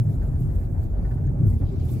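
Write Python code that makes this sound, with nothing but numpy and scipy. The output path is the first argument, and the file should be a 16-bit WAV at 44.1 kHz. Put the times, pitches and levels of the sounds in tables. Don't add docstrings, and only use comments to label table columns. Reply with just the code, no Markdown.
import sys
import numpy as np
from scipy import signal
from scipy.fft import rfft, irfft, next_fast_len
from scipy.io import wavfile
from scipy.ndimage import uniform_filter1d, map_coordinates

SR = 44100
rng = np.random.default_rng(int(sys.argv[2]) if len(sys.argv) > 2 else 0)


def convert_level_to_amplitude(level_db):
    exponent = np.asarray(level_db, float) / 20
    return 10 ** exponent


def unload_wav(signal):
    wavfile.write(
        sys.argv[1],
        SR,
        np.round(np.clip(np.atleast_2d(signal).T, -1, 1) * 32767).astype(np.int16),
    )


N = 88200

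# time_s, roughness_db (relative)
ROAD_ROUGHNESS = [(0.02, -34.5), (0.04, -36.5), (0.084, -33.5), (0.38, -39.5), (0.424, -32), (0.56, -38),
                  (1.078, -37.5), (1.292, -34), (1.434, -21.5), (1.482, -31.5), (1.87, -33.5), (1.98, -27)]
# pitch_hz, width_hz, level_db (relative)
BODY_RESONANCES = [(32.4, 16.3, -10.5), (48, 13, -4.5), (81.5, 19.7, -4), (114.6, 18.4, -2),
                   (139.2, 24.4, -5.5), (176.2, 42, -10.5), (253.1, 45.3, -13), (314, 93, -16.5),
                   (402, 154, -20.5)]
# crest_s, level_db, pitch_hz (at the crest), length_s
BODY_BOOMS = [(0.00995, -13, 115.85, 0.033), (.085, -21.5, 105, .04), (.15, -23, 114, 0.049),
              (.08, -23.5, 148, .04), (.475, -24, 150.4, .05), (.23, -20, 48.3, 0.083),
              (0.24, -24.5, 94, 0.045), (.44, -24.5, 137.2, 0.078), (0.49, -19.5, 100.6, 0.045),
              (0.575, -23.5, 49.5, 0.13), (0.568, -21.5, 83.5, 0.087), (0.791, -15, 87.6, 0.026),
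              (0.988, -21, 47.5, 0.12), (1.087, -20.5, 53.4, 0.071), (1.291, -19.5, 135, 0.03),
              (1.43, -16.5, 135.6, 0.042), (1.445, -16, 107.7, 0.08), (1.553, -18, 85, 0.055),
              (1.514, -19.5, 51.5, 0.047), (1.691, -24, 45.4, 0.064), (1.82, -24.5, 83.3, 0.14),
              (1.6, -26.5, 57, 0.091), (1.28, -25, 44.3, 0.089), (.86, -29, 133, 0.061),
              (0.68, -32, 142, 0.1), (1.02, -25.5, 99.6, 0.093), (2, -27, 114, 0.041),
              (1.984, -26.5, 120, 0.14), (0.205, -25, 100, 0.07), (.31, -27.5, 138, 0.12),
              (.36, -17.5, 82, 0.02), (0.62, -27, 44, 0.052), (0.937, -24.5, 88.7, 0.089),
              (1.23, -25, 88, 0.1), (1.5, -20.5, 98, 0.06), (1.53, -25, 130, 0.05),
              (1.45, -22.5, 166.4, 0.037), (0.407, -24.5, 125.3, 0.045), (1.409, -29, 180, 0.036),
              (1.53, -32.5, 235, 0.085), (1.621, -34, 273.5, 0.024), (1.635, -22.5, 88, 0.06),
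              (1.735, -34, 388, 0.028), (1.957, -35.5, 301, 0.02)]
# time_s, firing_rate_hz, level_db (before the order levels)
ENGINE_COURSE = [(0.05, 37.19, -57), (0.182, 37.15, -29), (0.886, 32.57, -28), (1.6, 29.7, -37.5),
                 (1.716, 31.34, -38.5), (1.95, 30.4, -43)]
# multiple of the firing rate, level_db (relative)
FIRING_TONES = [(1, -3.5), (2, -6.5), (3, -15.5), (4, -18)]
# time_s, level_db (relative)
ROLLING_LEVEL = [(0.02, -55), (0.254, -52.5), (0.384, -55.5), (0.538, -53), (0.734, -55), (0.75, -50.5),
                 (0.93, -56.5), (0.942, -51.5), (1.248, -54.5), (1.498, -52), (1.596, -59.5), (1.624, -45),
                 (1.656, -54), (1.98, -55)]
# (per Hz, relative)
ROLLING_COLOUR = [(88, -24.5), (150, -2), (180, -21), (250, -20), (315, -27), (480, -26.5), (580, -23),
                  (765, -26.5), (900, -31), (970, -35.5), (1400, -39), (1850, -47), (2500, -52.5),
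                  (2680, -62), (3900, -92), (6600, -120)]
# start_s, level_db (relative)
TRIM_KNOCKS = [(0.0613, -56.5), (0.0857, -56), (0.2166, -49), (0.325, -55.5), (0.35, -52.5),
               (0.4928, -54.5), (0.611, -54.5), (0.746, -58), (1.045, -45.5), (1.1074, -45.5),
               (1.1718, -49), (1.236, -55.5), (1.272, -53.5), (1.6125, -57)]
# pitch_hz, level_db (relative), decay_s (time to fall 60 dB)
TRIM_MODES = [(610, -3, 0.07), (769.5, 5, 0.1), (1175, -2.5, 0.091), (1525, 0, .13), (1780, 1.5, 0.08),
              (1985, -8.5, 0.066), (2450, -21, 0.055), (3520, -22.5, 0.067), (4870, -19.5, .12)]
# start_s, level_db, pitch_hz, life_s (three times the rise)
PLASTIC_TICKS = [(1.266, -64.5, 6720, .012), (1.45, -63.5, 10550, .01), (1.465, -73.5, 7150, .015),
                 (1.52, -59, 2130, 0.022), (1.532, -64, 7100, .012), (1.686, -58, 3800, 0.008),
                 (1.687, -65, 4870, .012), (1.72, -67, 7400, .012), (1.795, -62, 4900, 0.0083),
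                 (1.797, -66, 7150, 0.011)]
# time_s, fine_level_db, coarse_level_db (both relative)
RUSTLE_LEVELS = [(0.03, -66.5, -79), (0.142, -65.5, -72), (0.196, -71, -77.5), (0.212, -67, -72),
                 (0.364, -70, -79.5), (0.396, -65, -75.5), (0.662, -67.5, -74.5), (0.672, -69.5, -79.5),
                 (0.758, -70, -80.5), (0.834, -65.5, -72.5), (0.894, -72.5, -79), (1.082, -69.5, -74),
                 (1.098, -70.5, -74.5), (1.396, -72, -79), (1.456, -69, -76), (1.466, -64, -72),
                 (1.656, -71.5, -72.5), (1.694, -68.5, -70.5), (1.704, -71, -67.5), (1.78, -70, -68.5),
                 (1.926, -58.5, -65.5), (1.97, -63.5, -65)]
# (per Hz, relative)
FINE_COLOUR = [(3240, -34.5), (5500, -5), (5930, -4.5), (7390, 1.5), (8710, -4), (11900, 1.5), (13800, -4),
               (15000, 0), (15800, -11)]
# (per Hz, relative)
COARSE_COLOUR = [(1180, -32.5), (2000, -4.5), (2340, -1), (3040, -4.5), (4400, -3.5), (6500, -12.5),
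                 (8450, -43.5), (14300, -120)]
# start_s, level_db (relative), brightness (0 to 1)
SCUFF_HITS = [(0.0933, -48.5, .5), (0.224, -53, .5), (0.3979, -47, .4), (0.5494, -49, .5), (0.709, -54, .5),
              (0.8321, -55.5, .5), (1.0997, -53, .5), (1.1397, -56, .5), (1.4646, -42.5, .7),
              (1.4944, -46, .3), (1.5304, -54, .6), (1.5894, -54, .4), (1.6286, -56, .6), (1.8482, -45, .1),
              (1.8844, -45, .55), (1.9, -47, .6), (1.9142, -47, .3), (1.933, -45, .8), (1.975, -50, .5)]
# (per Hz, relative)
SCUFF_COLOUR = [(3000, -32), (5000, -10.5), (7300, -8.5), (8700, -6), (11900, 2.5), (13500, -2.5),
                (15000, -1), (15800, -4.5)]
# start_s, level_db (relative)
GRIT_BURSTS = [(1.6132, -64), (1.6686, -52.5), (1.7594, -58.5), (1.7944, -52), (1.8208, -57),
               (1.8851, -48.5), (1.9244, -66)]
# frequency_hz, likeness (1 same, 0 unrelated, negative opposed)
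PORT_LIKENESS = [(30, 0.9), (48, 0.99), (65, 0.93), (92, 0.87), (140, 0.85), (210, 0.75), (330, 0.75),
                 (500, 0.59), (770, -0.054), (1170, -0.21), (1790, -0.01), (2740, 0.01), (4190, 0.016),
                 (6410, 0.31), (7400, 0.36), (7900, 1), (9800, 1), (11500, .8), (15000, .85)]
# frequency_hz, left_over_right_db
PORT_BALANCE = [(60, 0.5), (110, -0.5), (200, 1), (380, 1.5), (700, -2), (1290, -1), (2380, -2.5),
                (4400, -5), (8120, -3), (15000, 0)]

QUARTER_TURN = np.array([[0], [np.pi / 2]])


def unit(x):
    return x / np.sqrt(np.mean(x ** 2) + 1e-20)


def along(points, hz):
    f, v = np.transpose(points)
    return np.interp(np.log(hz + 1), np.log(f + 1), v)


def curves(rows):
    s, *cols = np.transpose(rows)
    return [np.interp(np.arange(N) / SR, s, c) for c in cols]


def filtered(x, response):
    m = next_fast_len(N + SR // 2)
    return irfft(rfft(x, m) * response(np.fft.rfftfreq(m, 1 / SR)), m)[..., :N]


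def add(track, s, sound):
    i = round(s * SR)
    part = sound[..., max(-i, 0):][..., :N - max(i, 0)]
    track[..., max(i, 0):max(i, 0) + part.shape[-1]] += part


def rush(spectrum, patchy_db, size=(8, 5)):
    z = signal.stft(rng.standard_normal((2, N)), nperseg=512)[2]
    field = rng.standard_normal(z.shape[1:])
    field = uniform_filter1d(field, size[0], 0)
    field = uniform_filter1d(field, size[1], 1)
    pair = signal.istft(z * convert_level_to_amplitude(patchy_db * unit(field)), nperseg=512)[1][:, :N]
    return unit(filtered(pair, lambda hz: convert_level_to_amplitude(along(spectrum, hz))))


def ports(pair, alike=PORT_LIKENESS):
    def mid_side(hz):
        turn = np.arccos(np.clip(along(alike, hz), -1, 1)) / 2
        return np.array([np.cos(turn), np.sin(turn)])

    mid, side = filtered(pair, mid_side)
    return np.array([mid + side, mid - side])


def body_response(f):
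    total = 0
    for k, (centre, width, db) in enumerate(BODY_RESONANCES):
        band = 1j * f * width / (centre * centre - f * f + 1j * f * width)
        total = total + (-1) ** k * convert_level_to_amplitude(db) * band
    return total / (1 + (f / 450) ** 4) / (1 + (24 / (f + 1)) ** 4)


def rumble():
    joints_per_s, scatter, spread_db = 90, 0.8986, 2.5
    smooth_share = 0.41
    body_db, follows = 7.5, 0.39
    road_db, = curves(ROAD_ROUGHNESS)
    draw = rng.standard_normal((400, 4))
    at = ((np.arange(400) + scatter * draw[:, 0]) / joints_per_s * SR).astype(int)
    keep = (at >= 0) & (at < N)
    strength = convert_level_to_amplitude(spread_db * draw[:, 1])
    kicks = np.array([np.bincount(at[keep], (strength * np.sign(draw[:, k]))[keep], N) for k in (2, 3)])
    roughness = rng.standard_normal((2, N))
    drive = np.sqrt(1 - smooth_share) * unit(kicks) + np.sqrt(smooth_share) * roughness
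    mean_db = road_db.mean()
    level_db = body_db + mean_db + follows * (road_db - mean_db)
    return convert_level_to_amplitude(level_db) * unit(filtered(drive, body_response))


def booms():
    sag_per_s = 0.6
    out = np.zeros((2, N))
    t = np.arange(-SR // 5, SR // 5) / SR
    for s, db, hz, length in BODY_BOOMS:
        phase = rng.uniform(0, 2 * np.pi) + QUARTER_TURN
        swell = np.exp(-(2 * t / length) ** 2 / 2)
        tone = np.sin(2 * np.pi * hz * t * (1 - sag_per_s * t / 2) + phase)
        add(out, s + t[0], convert_level_to_amplitude(db) * swell * tone)
    return out


def engine():
    rate, level_db = curves(ENGINE_COURSE)
    turn = 2 * np.pi * np.cumsum(rate) / SR
    hum = np.zeros((2, N))
    for k, db in FIRING_TONES:
        phase = rng.uniform(0, 2 * np.pi) + QUARTER_TURN
        hum += convert_level_to_amplitude(db) * np.sin(k * turn + phase)
    return np.sqrt(2) * convert_level_to_amplitude(level_db) * hum


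def tyres():
    level_db, = curves(ROLLING_LEVEL)
    return convert_level_to_amplitude(level_db + 14) * rush(ROLLING_COLOUR, patchy_db=2, size=(2, 7))


def trim_knocks():
    knock_db, attack_s = -1, 0.0057
    scatter_db, waver = 2, 0.07
    out, t = np.zeros((2, N)), np.arange(SR // 5) / SR
    count = len(TRIM_MODES)
    for s, db in TRIM_KNOCKS:
        level = rng.normal(0, scatter_db, count)
        phase = rng.uniform(0, 2 * np.pi, (2, count))
        rough = np.cumsum(waver * rng.standard_normal((count, len(t))), axis=1)
        ring = np.zeros((2, len(t)))
        for k, (hz, mode_db, t60) in enumerate(TRIM_MODES):
            tone = np.sin(2 * np.pi * hz * t + phase[:, [k]] + rough[k])
            ring += convert_level_to_amplitude(mode_db + level[k] - 60 * t / t60) * tone
        add(out, s, convert_level_to_amplitude(db + knock_db) * (1 - np.exp(-t / attack_s)) * ring)
    return out


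def trim_ticks():
    waver = 0.14
    out, t = np.zeros((2, N)), np.arange(SR // 5) / SR
    for s, db, hz, life in PLASTIC_TICKS:
        wander = np.cumsum(waver * rng.standard_normal((2, len(t))), axis=1)
        phase = wander + rng.uniform(0, 2 * np.pi, (2, 1))
        puff = 3 * t / life * np.exp(1 - 3 * t / life)
        add(out, s, convert_level_to_amplitude(db) * puff * np.sin(2 * np.pi * hz * t + phase))
    return out


def rustle():
    flicker_db, flickers_per_s = 0.77, 35
    crackles_per_s, crackle_db, crackle_s = 60, -1, 0.004
    fine_db, coarse_db = curves(RUSTLE_LEVELS)
    knots = rng.standard_normal(200)
    flicker = flicker_db * map_coordinates(knots, [np.arange(N) * flickers_per_s / SR])
    fine = convert_level_to_amplitude(fine_db + flicker) * rush(FINE_COLOUR, patchy_db=2.5)
    grains, grit, t = np.zeros(N), np.zeros(N), np.arange(SR // 5) / SR
    for when, size in rng.uniform(size=(round(crackles_per_s * N / SR), 2)):
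        add(grains, when * N / SR, size ** 2 * np.exp(-t / crackle_s))
    for s, db in GRIT_BURSTS:
        add(grit, s, convert_level_to_amplitude(db - 12) * (1 - np.exp(-t / 0.0016)) * np.exp(-t / 0.01))
    coarse = convert_level_to_amplitude(coarse_db + 2.5 + flicker) * (1 + convert_level_to_amplitude(crackle_db) * grains) + grit
    return ports(fine + coarse * rush(COARSE_COLOUR, patchy_db=2.5))


def scuffs():
    attack_s, life_s, split_hz = 0.0031, 0.019, 12200
    likeness = 0.4
    level, t = np.zeros((2, N)), np.arange(SR // 5) / SR
    for s, db, bright in SCUFF_HITS:
        share = np.sqrt(2 * np.array([[1 - bright], [bright]]))
        add(level, s, convert_level_to_amplitude(db - 9.5) * share * (1 - np.exp(-t / attack_s)) * np.exp(-t / life_s))
    rub = ports(rush(SCUFF_COLOUR, patchy_db=2.5, size=(9, 4)), [(9000, likeness)])
    dull = filtered(rub, lambda hz: 1 / (1 + (hz / split_hz) ** 20))
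    return level[0] * dull + level[1] * (rub - dull)


def scene():
    car = rumble() + booms() + engine() + tyres() + trim_knocks() + trim_ticks()
    return ports(car) + rustle() + scuffs()


def roll_off(x):
    return signal.sosfilt(signal.butter(12, 16520, fs=SR, output="sos"), x)


def record(dry):
    top_hz = 15800
    half = np.array([[0.5], [-0.5]])
    mix = filtered(dry, lambda hz: convert_level_to_amplitude(half * along(PORT_BALANCE, hz)) * (hz < top_hz))
    return roll_off(mix)


dry = scene()
out = record(dry)
unload_wav(out)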